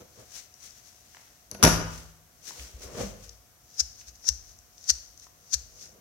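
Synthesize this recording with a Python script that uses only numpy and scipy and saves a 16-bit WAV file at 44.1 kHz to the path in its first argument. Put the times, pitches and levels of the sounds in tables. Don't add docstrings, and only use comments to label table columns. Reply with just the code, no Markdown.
import sys
import numpy as np
from scipy import signal
from scipy.fft import rfft, irfft
from scipy.io import wavfile

SR = 44100
rng = np.random.default_rng(int(sys.argv[2]) if len(sys.argv) > 2 else 0)


def wav_record(signal):
    frames = np.transpose(np.atleast_2d(signal))
    bounded = np.clip(frames, -1, 1)
    quanta = np.round(bounded * 32767).astype(np.int16)
    wavfile.write(sys.argv[1], SR, quanta)


N = 264908
TIME = np.arange(N) / SR

# hardest clack in seconds, scrape in dB,
# run-up in seconds, clack in dB, gap between clacks in seconds, note of the gripped shell in Hz,
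# then ring, knock, creep and jolt in dB.
TWISTS = [(3.803, -25.5, 0.0083, -20, 0.0034, 5090, -4.5, -17, -46.5, -39),
          (4.2894, -29, 0.014, -21, 0.0021, 5450, -3, -19, -49.5, -32.5),
          (4.901, -21, 0.0085, -13, 0.00377, 4510, -6, -6, -44.5, -37.5),
          (5.5417, -25, 0.0098, -18.5, 0.00503, 4500, -18.5, -5, -50, -36.5)]
# frequency in Hz, relative level in dB.
METAL_SPECTRUM = [(100, -14), (900, -29.5), (1500, -10), (2100, -17), (3200, -13.5), (4300, -4),
                  (5600, 1.5), (6600, 0.5), (8000, -11), (10500, -17.5), (13500, -16), (16000, -53)]
# frequency in Hz, relative level in dB.
RUBBER_SPECTRUM = [(100, -3), (900, -7), (1800, -0.5), (3000, -1), (4500, 1.5), (7000, 0.5), (10000, -4),
                   (15000, -8)]


def amp(db):
    return 10 ** (np.asarray(db) / 20)


def pan(left_minus_right_db):
    return amp([[left_minus_right_db / 2], [-left_minus_right_db / 2]])


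def at_hz(points, hz):
    point_hz, values = np.transpose(points)
    return np.interp(np.log(np.maximum(hz, 1)), np.log(point_hz), values)


def add(track, start_s, sound):
    i = int(start_s * SR)
    track[..., i:i + sound.shape[-1]] += sound[..., :N - i]


def convolve(x, response):
    return signal.fftconvolve(np.atleast_2d(x), np.atleast_2d(response), axes=-1)[:, :N]


def colour(x, spectrum, size=4096):
    gains = amp(at_hz(spectrum, np.fft.rfftfreq(size, 1 / SR)))
    cepstrum = irfft(np.log(gains))
    cepstrum[1:size // 2] *= 2
    cepstrum[size // 2 + 1:] = 0
    response = irfft(np.exp(rfft(cepstrum)))
    return convolve(x, response / np.linalg.norm(response))


def resonate(x, hz, width_hz):
    return signal.lfilter(*signal.iirpeak(hz, hz / width_hz, fs=SR), x)


def fade(t, t60):
    return np.exp(-np.log(1000) * t / t60)


def surge(t, rise_s, fall_s):
    return np.exp(np.minimum(t / rise_s, -t / fall_s))


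def stroke(crest_s, db, length_s, shape=1.2):
    return amp(db) * np.exp(-np.abs(2 * (TIME - crest_s) / length_s) ** shape)


def diffuse(size):
    mid, side = rfft(rng.standard_normal((2, size)))
    alike = .75 / (1 + (np.fft.rfftfreq(size, 1 / SR) / 700) ** 4)
    mid = mid * np.sqrt((1 + alike) / 2)
    side = side * np.sqrt((1 - alike) / 2)
    return irfft(np.array([mid + side, mid - side]), size)


def burst(t60, size=8192):
    return diffuse(size) * fade(TIME[:size], t60)


def grit(spread_db, slip_samples=24):
    noise = diffuse(N)
    slip_db = spread_db * rng.standard_normal(N // slip_samples + 1)
    slips = noise * amp(np.repeat(slip_db, slip_samples)[:N])
    return slips / slips.std()


def catches(spread_db, every_s):
    times = np.arange(0, TIME[-1], every_s)
    grip = rng.standard_normal(N // 100)[:len(times)]
    return amp(spread_db * np.interp(TIME, times, grip))


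def background(air_db=-60):
    # frequency in Hz, relative level in dB.
    air_spectrum = [(20, -97.5), (55, -84), (90, -85), (160, -92), (400, -99), (650, -95), (820, -100),
                    (1400, -99), (2500, -104), (6000, -106), (15500, -104)]
    # frequency in Hz, level in dB.
    tones = [(720, -73), (12349, -77), (13038, -71)]
    whine = sum(amp(db) * np.sin(2 * np.pi * hz * TIME) for hz, db in tones)
    return amp(air_db) * colour(diffuse(N), air_spectrum) + whine


def gloves(gain_db=6):
    # crest in seconds, relative level in dB, length in seconds,
    # left minus right in dB.
    rubs = [(0.01, -67, 0.054, -4), (0.2, -65.5, 0.22, 0), (0.369, -50.5, 0.074, 4.5),
            (0.654, -56.5, 0.094, 4), (.78, -65.5, 0.048, 0), (0.883, -64.5, .09, 3.5),
            (1.163, -66.5, 0.51, 0.5), (1.952, -55.5, 0.19, -1.5), (2.482, -50, 0.054, 4.5),
            (2.612, -54, 0.19, -1.5), (2.837, -52, 0.047, -2.5), (3.016, -49.5, 0.13, 2),
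            (3.25, -60.5, 0.09, 1)]
    speed = sum(stroke(s, db, length_s) * pan(pan_db) for s, db, length_s, pan_db in rubs)
    crinkle = catches(spread_db=1.5, every_s=.005)
    return amp(gain_db) * colour(speed * crinkle * grit(spread_db=1.5), RUBBER_SPECTRUM)


def desk_scuffs(gain_db=-2):
    # crest in seconds, relative level in dB, length in seconds.
    drags = [(0.01, -51, 0.076), (.205, -48, 0.058), (1.529, -45, 0.028), (1.636, -34, 0.054),
             (2.612, -54.5, 0.19), (2.87, -48.5, 0.14), (3.006, -33, .08), (5.986, -59.5, 0.66)]
    # frequency in Hz, relative level in dB.
    scuff_spectrum = [(40, -15.5), (110, -0.5), (200, -3.5), (320, -6), (460, -3.5), (630, -5), (820, -14),
                      (1100, -11.5), (1600, -18), (3000, -22), (8000, -44)]
    # frequency in Hz, width in Hz, gain in dB.
    hollow_notes = [(377, 19, -9.5), (483, 24, 2), (630, 55, -6.5)]
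    speed = sum(stroke(*row) for row in drags)
    stutter = catches(spread_db=2.5, every_s=.012)
    scuff = colour(speed * stutter * diffuse(N), scuff_spectrum)
    hollow = sum(amp(db) * resonate(scuff, hz, width) for hz, width, db in hollow_notes)
    return amp(gain_db) * (scuff + hollow)


def ticks(gain_db=3):
    # start in seconds, relative peak level in dB, centre in Hz.
    touches = [(0.54, -48, 5800), (0.707, -45, 5500), (0.848, -52, 5100), (1.147, -41, 1540),
               (1.169, -41, 1270), (1.274, -51.5, 1770), (2.508, -35, 920), (2.596, -34, 2340),
               (3.293, -39, 5430), (4.013, -45, 2470), (4.243, -46, 1123), (4.588, -47.5, 5980),
               (4.78, -45.5, 5280), (4.841, -41, 5930), (5.176, -45, 5950), (5.197, -41.5, 5900),
               (5.268, -46, 990), (5.765, -59, 5800)]
    out = np.zeros((2, N))
    for s, db, hz in touches:
        width_hz = 1700 + .34 * hz
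        tick = resonate(resonate(burst(t60=.016), hz, width_hz), hz, width_hz)
        add(out, s, amp(db + gain_db) * tick / np.abs(tick).max())
    return out


def snap(thud_db=-12, desk_db=-3):
    # start in seconds,
    # then relative levels in dB of the crack, the shells' ring and the push on the desk.
    blows = [(1.5135, -43, -19.5, -32.5), (1.5475, -41, -31.5, -25.5), (1.6276, -2.5, -4.5, -20.5),
             (1.6329, -6, -2, 0), (1.6347, -8.5, -7, -6), (1.6383, -3.5, 6.5, -5.5),
             (1.6428, -13, -8.5, -2), (1.6459, -10, -14.5, 1), (1.6497, -2.5, -9, -4.5),
             (1.663, -44, -61, -1.5), (1.675, -25.5, -15, -0.5)]
    # frequency in Hz, width in Hz, gain in dB.
    shell_modes = [(4900, 900, 0), (5690, 1300, 1), (10980, 1400, 5.5)]
    # frequency in Hz, relative level in dB, t60 in seconds.
    desk_modes = [(60.8, -32.5, 0.44), (89.3, -33, .8), (113, -32.5, 0.51), (163.4, -33, 0.77),
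                  (203.8, -14, 0.16), (244.3, -32.5, 0.3), (273.3, -35, 0.23), (333, -31.5, 0.11),
                  (498, -44, 1), (615, -30, 0.33), (915, -29, 0.29), (1270, -34, 0.085), (1452, -28, 0.28),
                  (1685, -37.5, 0.34)]
    # frequency in Hz, relative level in dB.
    crack_spectrum = [(100, 1), (600, 5), (1500, 11.5), (2100, 1), (3200, 4.5), (5000, -2), (7000, 0.5),
                      (9000, -4), (12000, -6), (16000, -17)]
    thud_spectrum = [(25, -29), (50, 7), (110, -5), (250, 0), (400, -5), (620, -4), (780, -8.5),
                     (1000, -11.5), (1500, -11.5), (2300, -14), (4000, -21), (10000, -50.5)]
    cracks, contacts, thuds = np.zeros((3, 2, N))
    pushes = np.zeros(N)
    for s, crack_db, ring_db, push_db in blows:
        add(cracks, s, amp(crack_db) * burst(t60=.013))
        add(contacts, s, amp(ring_db) * burst(t60=.0076))
        add(thuds, s, amp(push_db) * burst(t60=.05))
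        add(pushes, s, amp([push_db]))
    shell_ring = sum(amp(db) * resonate(resonate(contacts, hz, width), hz, width)
                     for hz, width, db in shell_modes)
    t = TIME[:SR]
    desk_ring = sum(amp(db) * np.sin(2 * np.pi * hz * t) * fade(t, t60) for hz, db, t60 in desk_modes)
    metal = .5 * colour(cracks, crack_spectrum) + shell_ring
    wood = amp(thud_db) * colour(thuds, thud_spectrum) + amp(desk_db) * convolve(pushes, desk_ring)
    return metal, wood


def desk_jolts(gain_db=-1, stiffen=.49, relax_s=.004):
    # start in seconds, relative level in dB, settled pitch in Hz,
    # time to the crest in seconds.
    bumps = [(2.58, -40, 62, 0.028), (2.735, -36, 57, 0.013), (2.842, -39, 62.4, 0.011),
             (3.016, -33, 52, 0.021), (3.024, -31.5, 201, 0.016), (3.221, -50.5, 57.6, 0.069),
             (4.059, -47.5, 59, 0.03)]
    jerks = [(s + .0035, db, 61.6, .017) for s, *_, db in TWISTS]
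    out, t = np.zeros(N), TIME[:SR // 2]
    for s, db, hz, crest_s in bumps + jerks:
        swell = (t / crest_s * np.exp(1 - t / crest_s)) ** 2
        pitch_hz = hz * (1 + stiffen * np.exp(-t / relax_s))
        cycles = np.cumsum(pitch_hz) / SR
        add(out, s, amp(db + gain_db) * swell * np.sin(2 * np.pi * cycles))
    return out


def creep(metal_db=-5, rubber_db=-10):
    # crest in seconds, relative level in dB,
    # length in seconds.
    regrips = [(4.007, -51, 0.052), (4.085, -43.5, 0.023), (4.156, -54, 0.01), (4.504, -55.5, .08),
               (5.238, -50, 0.042), (5.831, -45.5, 0.096)]
    speed = sum(stroke(*row) for row in regrips)
    speed += sum(amp(db) * surge(TIME - s, rise_s=.068, fall_s=.12) for s, *_, db, _ in TWISTS)
    metal = colour(speed * grit(spread_db=3), METAL_SPECTRUM)
    rubber = colour(speed * grit(spread_db=3), RUBBER_SPECTRUM)
    return amp(metal_db) * metal + amp(rubber_db) * rubber


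def rattle(t, gap_s, slip_s=.00018, step_db=9.5):
    envelope = 0
    for k in range(-2, 3):
        distance = np.minimum(np.abs(t - k * gap_s) / slip_s, 10)
        envelope += amp(-step_db * abs(k)) * np.exp(-.5 * distance ** 2)
    return envelope


def twists(overshoot_s=.0018, clack_gain_db=4, ring_gain_db=10, cavity_hz=1780):
    friction = grit(spread_db=3)
    out = 0
    for s, scrape_db, rise_s, clack_db, gap_s, ring_hz, ring_db, knock_db, _, _ in TWISTS:
        scrape = amp(scrape_db) * surge(TIME - s - overshoot_s, rise_s, fall_s=.0059)
        clacks = amp(clack_db + clack_gain_db) * rattle(TIME - s, gap_s)
        force = (scrape + clacks) * friction + 1e-18
        ring = amp(ring_db + ring_gain_db) * resonate(force, ring_hz, width_hz=260)
        knock = amp(knock_db) * resonate(force, cavity_hz, width_hz=210)
        out += force + ring + knock
    return colour(out, METAL_SPECTRUM)


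def room_response(build_s=.01, size=40960):
    # frequency in Hz, t60 in seconds.
    decay_times = [(60, 1), (200, 0.57), (700, 0.71), (2500, 0.68), (6000, 0.39), (8500, 0.57),
                   (11000, 0.37), (15000, 0.54)]
    t, hz = TIME[:size], np.fft.rfftfreq(size, 1 / SR)
    noise = rfft(diffuse(size))
    edges_hz = np.geomspace(30, SR / 2, 15)
    tail = 0
    for low, high in zip(edges_hz, edges_hz[1:]):
        band = irfft(noise * (hz >= low) * (hz < high))
        tail += band * fade(t, at_hz(decay_times, np.sqrt(low * high)))
    tail *= 1 - np.exp(-t / build_s)
    return tail / np.sqrt(np.sum(tail ** 2) / 2)


def delay_right(x, lag_samples=7):
    return np.array([x[0], np.roll(x[1], lag_samples)])


def in_room(x, room, pan_db, room_db):
    return x * pan(pan_db) + amp(room_db) * convolve(x, room)


def scene():
    room = room_response()
    metal, wood = snap()
    return (in_room(metal, room, pan_db=1.5, room_db=-5)
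            + in_room(wood, room, pan_db=0, room_db=-10)
            + in_room(delay_right(twists()), room, pan_db=2.5, room_db=-17.5)
            + in_room(creep(), room, pan_db=-3.5, room_db=-28)
            + in_room(gloves(), room, pan_db=0, room_db=-9)
            + in_room(desk_scuffs(), room, pan_db=0, room_db=-8.5)
            + in_room(desk_jolts(), room, pan_db=3.5, room_db=-9)
            + in_room(ticks(), room, pan_db=0, room_db=-4.5)
            + background())


def record(dry, port_db=10, ceiling=.88, low_cut_hz=36, high_cut_hz=15900):
    left = dry[0] + amp(port_db) * resonate(dry[0], hz=6020, width_hz=1000)
    rounded = ceiling * np.tanh(np.array([left, dry[1]]) / ceiling)
    low_cut = signal.butter(4, low_cut_hz, "high", fs=SR, output="sos")
    high_cut = signal.ellip(10, .1, 50, high_cut_hz, fs=SR, output="sos")
    return signal.sosfiltfilt(high_cut, signal.sosfilt(low_cut, rounded))


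dry = scene()
out = record(dry)
wav_record(out)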